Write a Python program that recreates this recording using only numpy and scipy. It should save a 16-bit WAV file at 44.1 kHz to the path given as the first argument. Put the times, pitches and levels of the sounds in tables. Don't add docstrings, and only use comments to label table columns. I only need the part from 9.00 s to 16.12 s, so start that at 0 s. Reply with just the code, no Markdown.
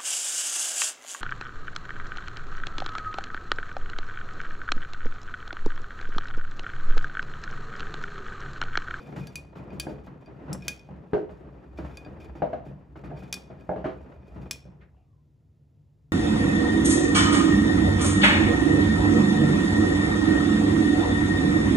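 import sys
import numpy as np
from scipy import signal
from scipy.fft import rfft, irfft, next_fast_len
from scipy.io import wavfile

SR = 44100
rng = np.random.default_rng(int(sys.argv[2]) if len(sys.argv) > 2 else 0)


def int16_out(signal):
    q = np.round(np.clip(np.atleast_2d(signal).T, -1, 1) * 32767)
    wavfile.write(sys.argv[1], SR, q.astype(np.int16))


N = 313992


def from_db(db):
    return 10 ** (np.asarray(db) / 20)


def rms_one(x):
    return x / np.sqrt(np.mean(x ** 2) + 1e-20)


def at_hz(points, hz):
    points = np.array(points)
    return np.interp(np.log(hz), np.log(points[:, 0]), points[:, 1])


def butter(order, hz, kind, x):
    return signal.sosfilt(signal.butter(order, hz, kind, fs=SR, output="sos"), x)


def drift(rate_hz):
    r = np.exp(-80 * np.pi * rate_hz / SR)
    noise = rng.standard_normal(N // 40 + 2002)
    slow = signal.lfilter([1], [1, -2 * r, r * r], noise)[2000:]
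    return np.interp(np.arange(N) / 40, np.arange(len(slow)), rms_one(slow))


def ring(drive, hz, t60):
    r, w = from_db(-60 / (t60 * SR)), 2 * np.pi * hz / SR
    return signal.lfilter([0, np.sin(w)], [1, -2 * r * np.cos(w), r * r], drive + 1e-18)


# pitch_hz, likeness (1 = the same)
LIKENESS = [(60, 0.94), (130, 0.97), (290, 0.8), (640, 0.38), (1410, 0.072), (2400, 1), (5500, 1),
            (16000, 0.94)]


def pair(mid, side, hz):
    alike = np.clip(at_hz(LIKENESS, hz), -1, 1)
    return np.sqrt(1 + alike) * mid + np.sqrt(1 - alike) * side * [[1], [-1]]


def banded_noise(spectrum, patchy_db, grain_per_s=0):
    low_hz, top_hz = spectrum[0][0], spectrum[-1][0]
    edges = low_hz * 2 ** np.arange(0, np.log2(top_hz / low_hz), .5)
    together = drift(9.9)
    white = rng.standard_normal((2, 2, N))
    drops = rng.random(N) < grain_per_s / SR
    drops = drops * from_db(5.7 * np.minimum(rng.exponential(1, N), 2.5))
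    fade = from_db(-60 / (0.06 * SR))
    white *= 1 + 0.4 * signal.lfilter([1], [1, -fade], drops)
    out = 0
    for k, low in enumerate(edges):
        mid, side = butter(2, [low, low * np.sqrt(2)], "band", white[k % 2])
        hz = low * 2 ** .25
        level_db = at_hz(spectrum, hz) + patchy_db * (together + 0.44 * drift(42))
        out = out + from_db(level_db) * pair(mid, side, hz)
    return rms_one(out)


def resonant_noise(peaks, patchy_db):
    out = 0
    for hz, width_hz, level_db in peaks:
        t60 = np.log(1000) / (np.pi * width_hz)
        mid, side = ring(rng.standard_normal((2, N)), hz, t60)
        both = pair(rms_one(mid), rms_one(side), hz)
        out = out + from_db(level_db + patchy_db * drift(0.73)) * both
    return rms_one(butter(2, [0.78 * peaks[0][0], 1.3 * peaks[-1][0]], "band", out))


def swell(events, rise_s, t60):
    s, level_db = np.transpose(events)
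    steps = np.arange(0, N, 40)
    since = np.maximum(steps / SR - s[:, None], 0)
    shape = from_db(-60 * since / t60) * (1 - np.exp(-since / rise_s))
    power = (from_db(level_db[:, None]) * shape / shape.max()) ** 2
    return np.interp(np.arange(N), steps, np.sqrt(power.sum(axis=0)))


def landing_swell(rise_s, t60):
    return swell([(row[0], row[-1]) for row in THUDS], rise_s, t60)


STOP_S, SETTLE_T60_S = 5.96, 0.99


def moving_level(times_s, level_db):
    t = np.arange(N) / SR
    settling_db = -60 * np.maximum(t - STOP_S, 0) / SETTLE_T60_S
    return from_db(np.interp(t, times_s, level_db) + settling_db)


# (per Hz, relative)
ROOM_TONE = [(30, -22), (60, -3.5), (100, 0), (150, -13), (250, -14), (400, -24), (700, -30), (1100, -40),
             (2500, -46), (8000, -52.5), (16000, -57.5)]
ROOM_TONE_DB = -60.5
HUM_HZ, HUM_WIDTH_HZ, HUM_DB = 142.4, 7, -61.5


def still_room():
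    hum = from_db(HUM_DB) * resonant_noise([(HUM_HZ, HUM_WIDTH_HZ, 0)], patchy_db=0)
    return hum + from_db(ROOM_TONE_DB) * banded_noise(ROOM_TONE, patchy_db=0.0)


# pitch_hz, width_hz, level_db (relative)
CABINET = [(58, 19, -6), (66.2, 13, 10.5), (89, 50, 1.5), (91, 2.1, -10)]
# start_s, level_db
RUMBLE = [(0.0, -55.5), (0.83, -48), (1.21, -56), (1.51, -45.5), (1.85, -57), (1.95, -44.5), (2.09, -63.5),
          (2.19, -47), (2.62, -51), (2.85, -39.5), (2.99, -52.5), (3.29, -42.5), (3.37, -55), (4.52, -49.5),
          (5.25, -54), (5.3, -45.5), (5.75, -51.5), (6.1, -62.5)]
RUMBLE_DB, RUMBLE_RISE_S, RUMBLE_T60_S = -19, 0.057, 0.18


def cabinet():
    shaken = from_db(RUMBLE_DB) * landing_swell(RUMBLE_RISE_S, RUMBLE_T60_S)
    rocked = moving_level(*np.transpose(RUMBLE))
    return (shaken + rocked) * resonant_noise(CABINET, patchy_db=3.5)


# start_s, slosh_db, spray_db
TUMBLE = [(0.0, -48.5, -67), (0.42, -55.5, -82), (0.83, -50.5, -84), (1.27, -58, -86), (1.51, -45, -77.5),
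          (1.66, -51, -65), (1.8, -56, -83), (2.68, -53.5, -83.5), (2.9, -53, -70), (3.5, -52, -89.5),
          (3.92, -61, -92), (4.23, -55, -77), (5.27, -54, -82), (5.47, -55, -76.5), (5.64, -65, -86),
          (5.84, -67, -98), (6.1, -77, -92)]
# start_s, spray_db
SLAPS = [(0.058, -77), (0.102, -83), (0.16, -60), (0.19, -62), (0.228, -68), (0.318, -66.5), (0.555, -67),
         (0.725, -67.5), (0.885, -63), (1.035, -70), (1.205, -75.5), (2.132, -73), (2.299, -75),
         (2.773, -63.5), (2.845, -75), (3.199, -64.5), (3.24, -69), (3.35, -68.5), (3.649, -70.5),
         (3.958, -77.5), (4.037, -68), (4.164, -66.5), (4.222, -66.5), (4.842, -77), (5.266, -75),
         (5.411, -68)]
SLAP_RISE_S, SLAP_T60_S = 0.0059, 0.21


def water_levels():
    s, slosh_db, spray_db = np.transpose(TUMBLE)
    spray = moving_level(s, spray_db) + swell(SLAPS, SLAP_RISE_S, SLAP_T60_S)
    return moving_level(s, slosh_db), spray


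# pitch_hz, width_hz, level_db (relative)
BOOM = [(135, 8.1, 1.5), (148.7, 7.3, -0.5), (185.4, 13, 1.5)]
BOOM_RISE_S, BOOM_T60_S, BOOM_BED_DB = 0.016, 0.44, -2


def tub_boom(slosh):
    level = landing_swell(BOOM_RISE_S, BOOM_T60_S) + from_db(BOOM_BED_DB) * slosh
    return level, level * resonant_noise(BOOM, patchy_db=0.0)


GURGLES_PER_S, GURGLE_CYCLES, GURGLE_DB = 60, 14, -7.5


def gurgles():
    pitches = np.geomspace(220, 1100, num=14)
    born = (rng.random(N) < GURGLES_PER_S / SR) * rng.standard_normal(N)
    dealt = rng.integers(0, len(pitches), size=N)
    rings = []
    for k, hz in enumerate(pitches):
        t60 = GURGLE_CYCLES / hz
        soft_start = ring(born * (dealt == k), hz, t60)
        rings.append(ring(soft_start, hz, t60 / 2) * hz / SR)
    side = sum(rings[::2]) - sum(rings[1::2])
    return rms_one(sum(rings) + .5 * side * [[1], [-1]])


# (per Hz, relative)
SLOSH = [(120, -38), (200, -3.5), (301, 1.5), (457, -4), (628, -6), (1650, -20), (2140, -31), (2470, -25),
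         (3000, -47), (3900, -65.5), (6600, -120)]
SURGE_DB = -11


def sloshing(slosh, boom_level):
    wash = banded_noise(SLOSH, patchy_db=2.02, grain_per_s=14)
    return (slosh + from_db(SURGE_DB) * boom_level) * wash + from_db(GURGLE_DB) * slosh * gurgles()


# (per Hz, relative)
SPRAY = [(1900, -7.5), (2700, -0.5), (4000, -9.5), (6500, -11.5), (10000, -17), (16500, -21)]


def spraying(spray):
    return spray * banded_noise(SPRAY, patchy_db=1.5, grain_per_s=25)


# start_s (moment of the peak), rise_s, fall_s, pitch_hz, width_hz, level_db,
# slide_octaves_per_s
DRAIN = [(5.812, 0.0034, 0.031, 2850, 1810, -71, 0.6), (5.82, 0.0097, 0.033, 1694, 1090, -59.5, 0),
         (5.87, .03, 0.035, 1874, 900, -73, -1), (5.99, 0.023, 0.066, 750, 120, -74, 0.33),
         (5.99, 0.031, 0.062, 2650, 500, -83.5, -1.5), (6.16, 0.1, .07, 1066, 90, -80.5, -1.5)]


def drain():
    out = np.zeros((2, N))
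    t = np.arange(SR // 2) / SR - .25
    for s, rise_s, fall_s, hz, width_hz, level_db, slide in DRAIN:
        turn = np.exp(2j * np.pi * np.cumsum(hz * 2 ** (slide * t)) / SR)
        slow = butter(2, width_hz / 2, "low", rng.standard_normal((4, len(t))))
        mid, side = np.real((slow[:2] + 1j * slow[2:]) * turn)
        shape = np.exp(-(t / np.where(t < 0, rise_s, fall_s)) ** 2)
        at = round(s * SR) - SR // 4
        out[:, at:at + len(t)] += from_db(level_db) * shape * rms_one(pair(mid, side, hz))
    return out


# pitch_hz, level_db (relative), t60_s (time to fall 60 dB after a clack)
GLASS = [(1647, -11, 0.11), (2458, 1, 0.1), (2436, -15, 0.2), (3170, -11.5, 0.08), (3492, -8, 0.076),
         (3567, -10, 0.07), (4662, -1, 0.071), (5450, 2, 0.022), (5230, -13.5, 0.05), (6080, -11.5, 0.05),
         (7650, -13.5, 0.041), (9575, -11, 0.05), (10150, -10, 0.03), (11900, -17, 0.04), (14950, -19, .03)]
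BRUSH_END_S = 5.7


def pattering(spray):
    brushing = np.arange(N) / SR < BRUSH_END_S
    touch = spray * rng.standard_normal(N) * from_db(4.0 * drift(25)) * brushing
    touch = butter(2, 2600, "low", touch)
    return sum(from_db(level_db - 18.5) * ring(touch, hz, .5 * t60) for hz, level_db, t60 in GLASS)


# start_s, peak_db (before the left-right balance),
# hardness (treble tilt, dB per octave), then how well the spot struck moves
# the 2.5 kHz pair (pair_db), the 4.7 kHz mode (spot_db) and the 5.4 kHz modes (upper_db)
CLACKS = [(0.271, -31.5, -2, -0.5, 5, -4), (0.3562, -23, 16, 15.5, -0.5, -13), (0.377, -46, 5, -5, -5, -2),
          (0.7046, -45.5, -36, -8.5, 12, 0), (0.7984, -17.5, 2, 0.5, 2.5, -4),
          (1.26, -50.5, -23, -4, 17, 7), (1.5297, -23.5, 31, 8, -15, 4.5), (1.6224, -41, -19, 2, -5, 19),
          (1.6814, -15, 2, 3, -7, -3), (1.7938, -46, -11, 0, 5, 9),
          (2.9718, -33.5, -10.5, -0.5, 10.5, -4.5), (3.049, -42, -38, -9, 20, 0),
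          (4.327, -13.5, 2.5, 2.5, 5, -3), (4.3403, -24, 6, -17, 5, -2.5),
          (4.609, -49.5, -29, -10, 9.5, 2.5), (5.5104, -14.5, 8.5, 4.5, -12, 2.5),
          (5.53, -34, 13, -11, -8, -3)]
CHATTER_DB, CHATTER_T60_S = -29.5, 0.079
CLACK_TOP_DB = -3.5
HARD_TOP_HZ, FIZZ_OCT_PER_TILT = 7000, 0.049


def clacks():
    out = np.zeros(N + SR)
    t = np.arange(SR // 4) / SR
    for s, peak_db, tilt_db, pair_db, spot_db, upper_db in CLACKS:
        chatter = from_db(CHATTER_DB - 60 * t / CHATTER_T60_S) * rng.standard_normal(len(t))
        click = (t == 0) + chatter
        shot = np.zeros(len(t))
        for hz, level_db, t60 in GLASS:
            mode_db = level_db + tilt_db * np.log2(np.clip(hz, 2455, HARD_TOP_HZ) / 2455)
            mode_db += pair_db * (2000 < hz < 3000)
            mode_db += spot_db * (4000 < hz < 5000)
            mode_db += upper_db * (5000 < hz < 5600)
            shot += from_db(mode_db + rng.normal(0, 2.5)) * ring(click, hz, t60)
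        dying = from_db(12.0 - 60 * t / 0.015) + from_db(-11.0 - 60 * t / 0.045) + from_db(-9.5 - 60 * t / 0.19)
        fizz_hz = 1800 * 2 ** (FIZZ_OCT_PER_TILT * max(tilt_db, 0))
        fizz = butter(2, [fizz_hz, 15000], "band", dying * rng.standard_normal(len(t)))
        shot += from_db(tilt_db) * fizz
        shot = butter(6, 12300, "low", shot) + from_db(CLACK_TOP_DB) * butter(6, 12300, "high", shot)
        at = round(s * SR)
        out[at:at + len(t)] += from_db(peak_db) * shot / abs(shot).max()
    return out[:N]


# start_s, peak_db, pitch_hz (where it rings most), splash_db, boom_db
THUDS = [(0.065, -42, 310, -63, -46.5), (0.16, -36.5, 614, -40.5, -36.5), (0.553, -45, 240.5, -45, -43),
         (0.717, -38, 260, -50, -39.5), (0.867, -23.5, 303, -69.5, -47), (0.895, -31.5, 374, -73, -62),
         (1.069, -35, 243, -43.5, -48), (1.271, -43.5, 290.6, -60, -43.5),
         (1.481, -41.5, 258, -41.5, -35.5), (1.888, -38.5, 780, -57.5, -42.5),
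         (2.132, -13.5, 390, -32.5, -47), (2.154, -29, 760, -70, -57), (2.161, -24, 412, -70, -52.5),
         (2.292, -38.5, 620, -49, -53), (2.786, -26, 307, -39.5, -42), (2.845, -32.5, 260, -43, -63),
         (3.062, -33.5, 283.6, -48.5, -45), (3.352, -34.5, 310.5, -45, -56.5), (3.42, -12, 610, -37, -46),
         (3.53, -20.5, 650, -40.5, -44.5), (3.662, -35, 336, -61, -42), (3.956, -36.5, 334.4, -43, -50),
         (4.037, -34.5, 299, -44, -40.5), (4.112, -32.5, 662, -61, -42.5), (4.221, -36.5, 288, -47, -45),
         (4.501, -35.5, 610, -54, -46), (4.691, -17.5, 720, -45, -40.5), (4.714, -25.5, 560, -61, -55),
         (4.76, -24.5, 420, -41.5, -42), (4.842, -23.5, 600, -31.5, -51), (4.855, -18.5, 360, -38.5, -56),
         (5.117, -44, 620, -52, -65), (5.358, -38.5, 285, -45.5, -39), (5.651, -45, 404, -78, -48)]
# pitch_hz, level_db (relative), t60_s (time to fall 60 dB)
TUB = [(195, -11, 0.43), (248, -10, 0.32), (307, -3.5, 0.2), (342, -2, 0.071), (412, -3, 0.2),
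       (506.8, -4.5, 0.27), (597, -3, 0.051), (615, 1, 0.11), (677, -2, 0.088), (786.6, -2, 0.08),
       (898, -9.5, 0.13), (1160, -14, 0.013), (1490, -12, .05), (1635, -12.5, 0.068), (2110, -16.5, 0.0077)]
# (per Hz, relative)
SPLASH = [(530, -35.5), (900, -1), (1620, -4), (1850, -12), (3040, -21), (6720, -50.5), (8980, -66.5),
          (16000, -63.5)]
WALLOW_DB, WALLOW_PER_DB, WALLOW_T60_S = -29, 0.09, 0.35
CONTACT_HZ, SOFT_OCT_PER_DB = 2620, .03
DETUNE = .025
FOCUS_DB = -23.5
SMOTHER_S, SMOTHER_DB = 0.051, -4.5
SMACK_DB, SMACK_PER_DB, SMACK_T60_S, SMACK_FROM_HZ = -10.5, 0.04, 0.04, 670


def thuds():
    out, splash = np.zeros((2, N + SR)), np.zeros(N + SR)
    t = np.arange(SR // 2) / SR
    smother = from_db(SMOTHER_DB * (1 - np.exp(-(t / SMOTHER_S) ** 2)))
    splash_fall = from_db(-60 * t / 0.028) + 0.48 * from_db(-60 * t / 0.28)
    splash_shape = (1 - np.exp(-t / 0.0046)) * splash_fall
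    for s, peak_db, pitch_hz, splash_db, _ in THUDS:
        wallow_db = WALLOW_DB + WALLOW_PER_DB * (peak_db + 29.5)
        smack_db = SMACK_DB + SMACK_PER_DB * (peak_db + 13.5)
        shot = np.zeros((2, len(t)))
        for hz, level_db, mode_t60 in TUB:
            wallow = from_db(wallow_db - 60 * t / WALLOW_T60_S) * rng.standard_normal((2, len(t)))
            blow = np.zeros_like(wallow)
            blow[:, int(rng.uniform(0, .002) * SR)] = rng.normal(1, 0.3), rng.normal(0, 0.26)
            off_db = FOCUS_DB * min(abs(np.log2(hz / pitch_hz)), .5)
            mode = ring(wallow + blow, hz * rng.normal(1, DETUNE), mode_t60)
            shot += from_db(level_db + off_db) * pair(*mode, hz)
            if hz > SMACK_FROM_HZ:
                shot += from_db(level_db + smack_db) * pair(*ring(blow, hz, SMACK_T60_S), hz)
        soft_hz = CONTACT_HZ * 2 ** (SOFT_OCT_PER_DB * (peak_db + 19.5))
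        shot = butter(4, soft_hz, "low", shot) * smother
        at = round(s * SR)
        out[:, at:at + len(t)] += from_db(peak_db) * shot / abs(shot).max()
        splash[at:at + len(t)] += from_db(splash_db) * splash_shape
    return out[:, :N] + splash[:N] * banded_noise(SPLASH, patchy_db=2.0)


ROOM_T60_S, WALL_CUT_HZ, ROOM_DB = 0.42, 13000, -25.5


def room(x):
    size = next_fast_len(N + SR)
    w = 2 * np.pi * np.arange(size // 2 + 1) / size
    dull = np.exp(-2 * np.pi * WALL_CUT_HZ / SR)
    wall = (1 - dull) / (1 - dull * np.exp(-1j * w))
    answer = np.zeros((2, len(w)), complex)
    for k, lag in enumerate((rng.uniform(0.0071, 0.027, 16) * SR).astype(int)):
        loop = from_db(-60 * lag / SR / ROOM_T60_S) * wall * np.exp(-1j * w * lag)
        answer[k % 2] += loop / (1 - loop) * (-1) ** (k // 2)
    mid, side = irfft(rfft(x, size) * answer, size)[:, :N]
    side = butter(4, 3500, "low", side)
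    return mid + side * [[1], [-1]]


def scene():
    slosh, spray = water_levels()
    boom_level, boom = tub_boom(slosh)
    water = sloshing(slosh, boom_level) + spraying(spray) + drain()
    background = (still_room() + cabinet() + boom + water) * from_db([[.4], [-.4]])
    glass = (pattering(spray) + clacks()) * from_db([[.6], [-.6]])
    echoing = glass + thuds()
    return background + echoing + from_db(ROOM_DB) * room(echoing.mean(axis=0))


MIC_LOW_HZ, CUTOFF_HZ = 46.4, 16900
LAG_FROM_HZ, LAG_S = 7040, 0.00027


def record(dry):
    size = next_fast_len(N + 1000)
    hz = np.arange(size // 2 + 1) * SR / size
    lag = np.exp(-1j * 2 * np.pi * LAG_S * np.maximum(hz - LAG_FROM_HZ, 0))
    left = irfft(rfft(dry[0], size) * lag, size)[:N]
    thin = butter(4, MIC_LOW_HZ, "high", [left, dry[1]])
    return signal.sosfilt(signal.cheby2(12, 70, CUTOFF_HZ, fs=SR, output="sos"), thin)


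dry = scene()
out = record(dry)
int16_out(out)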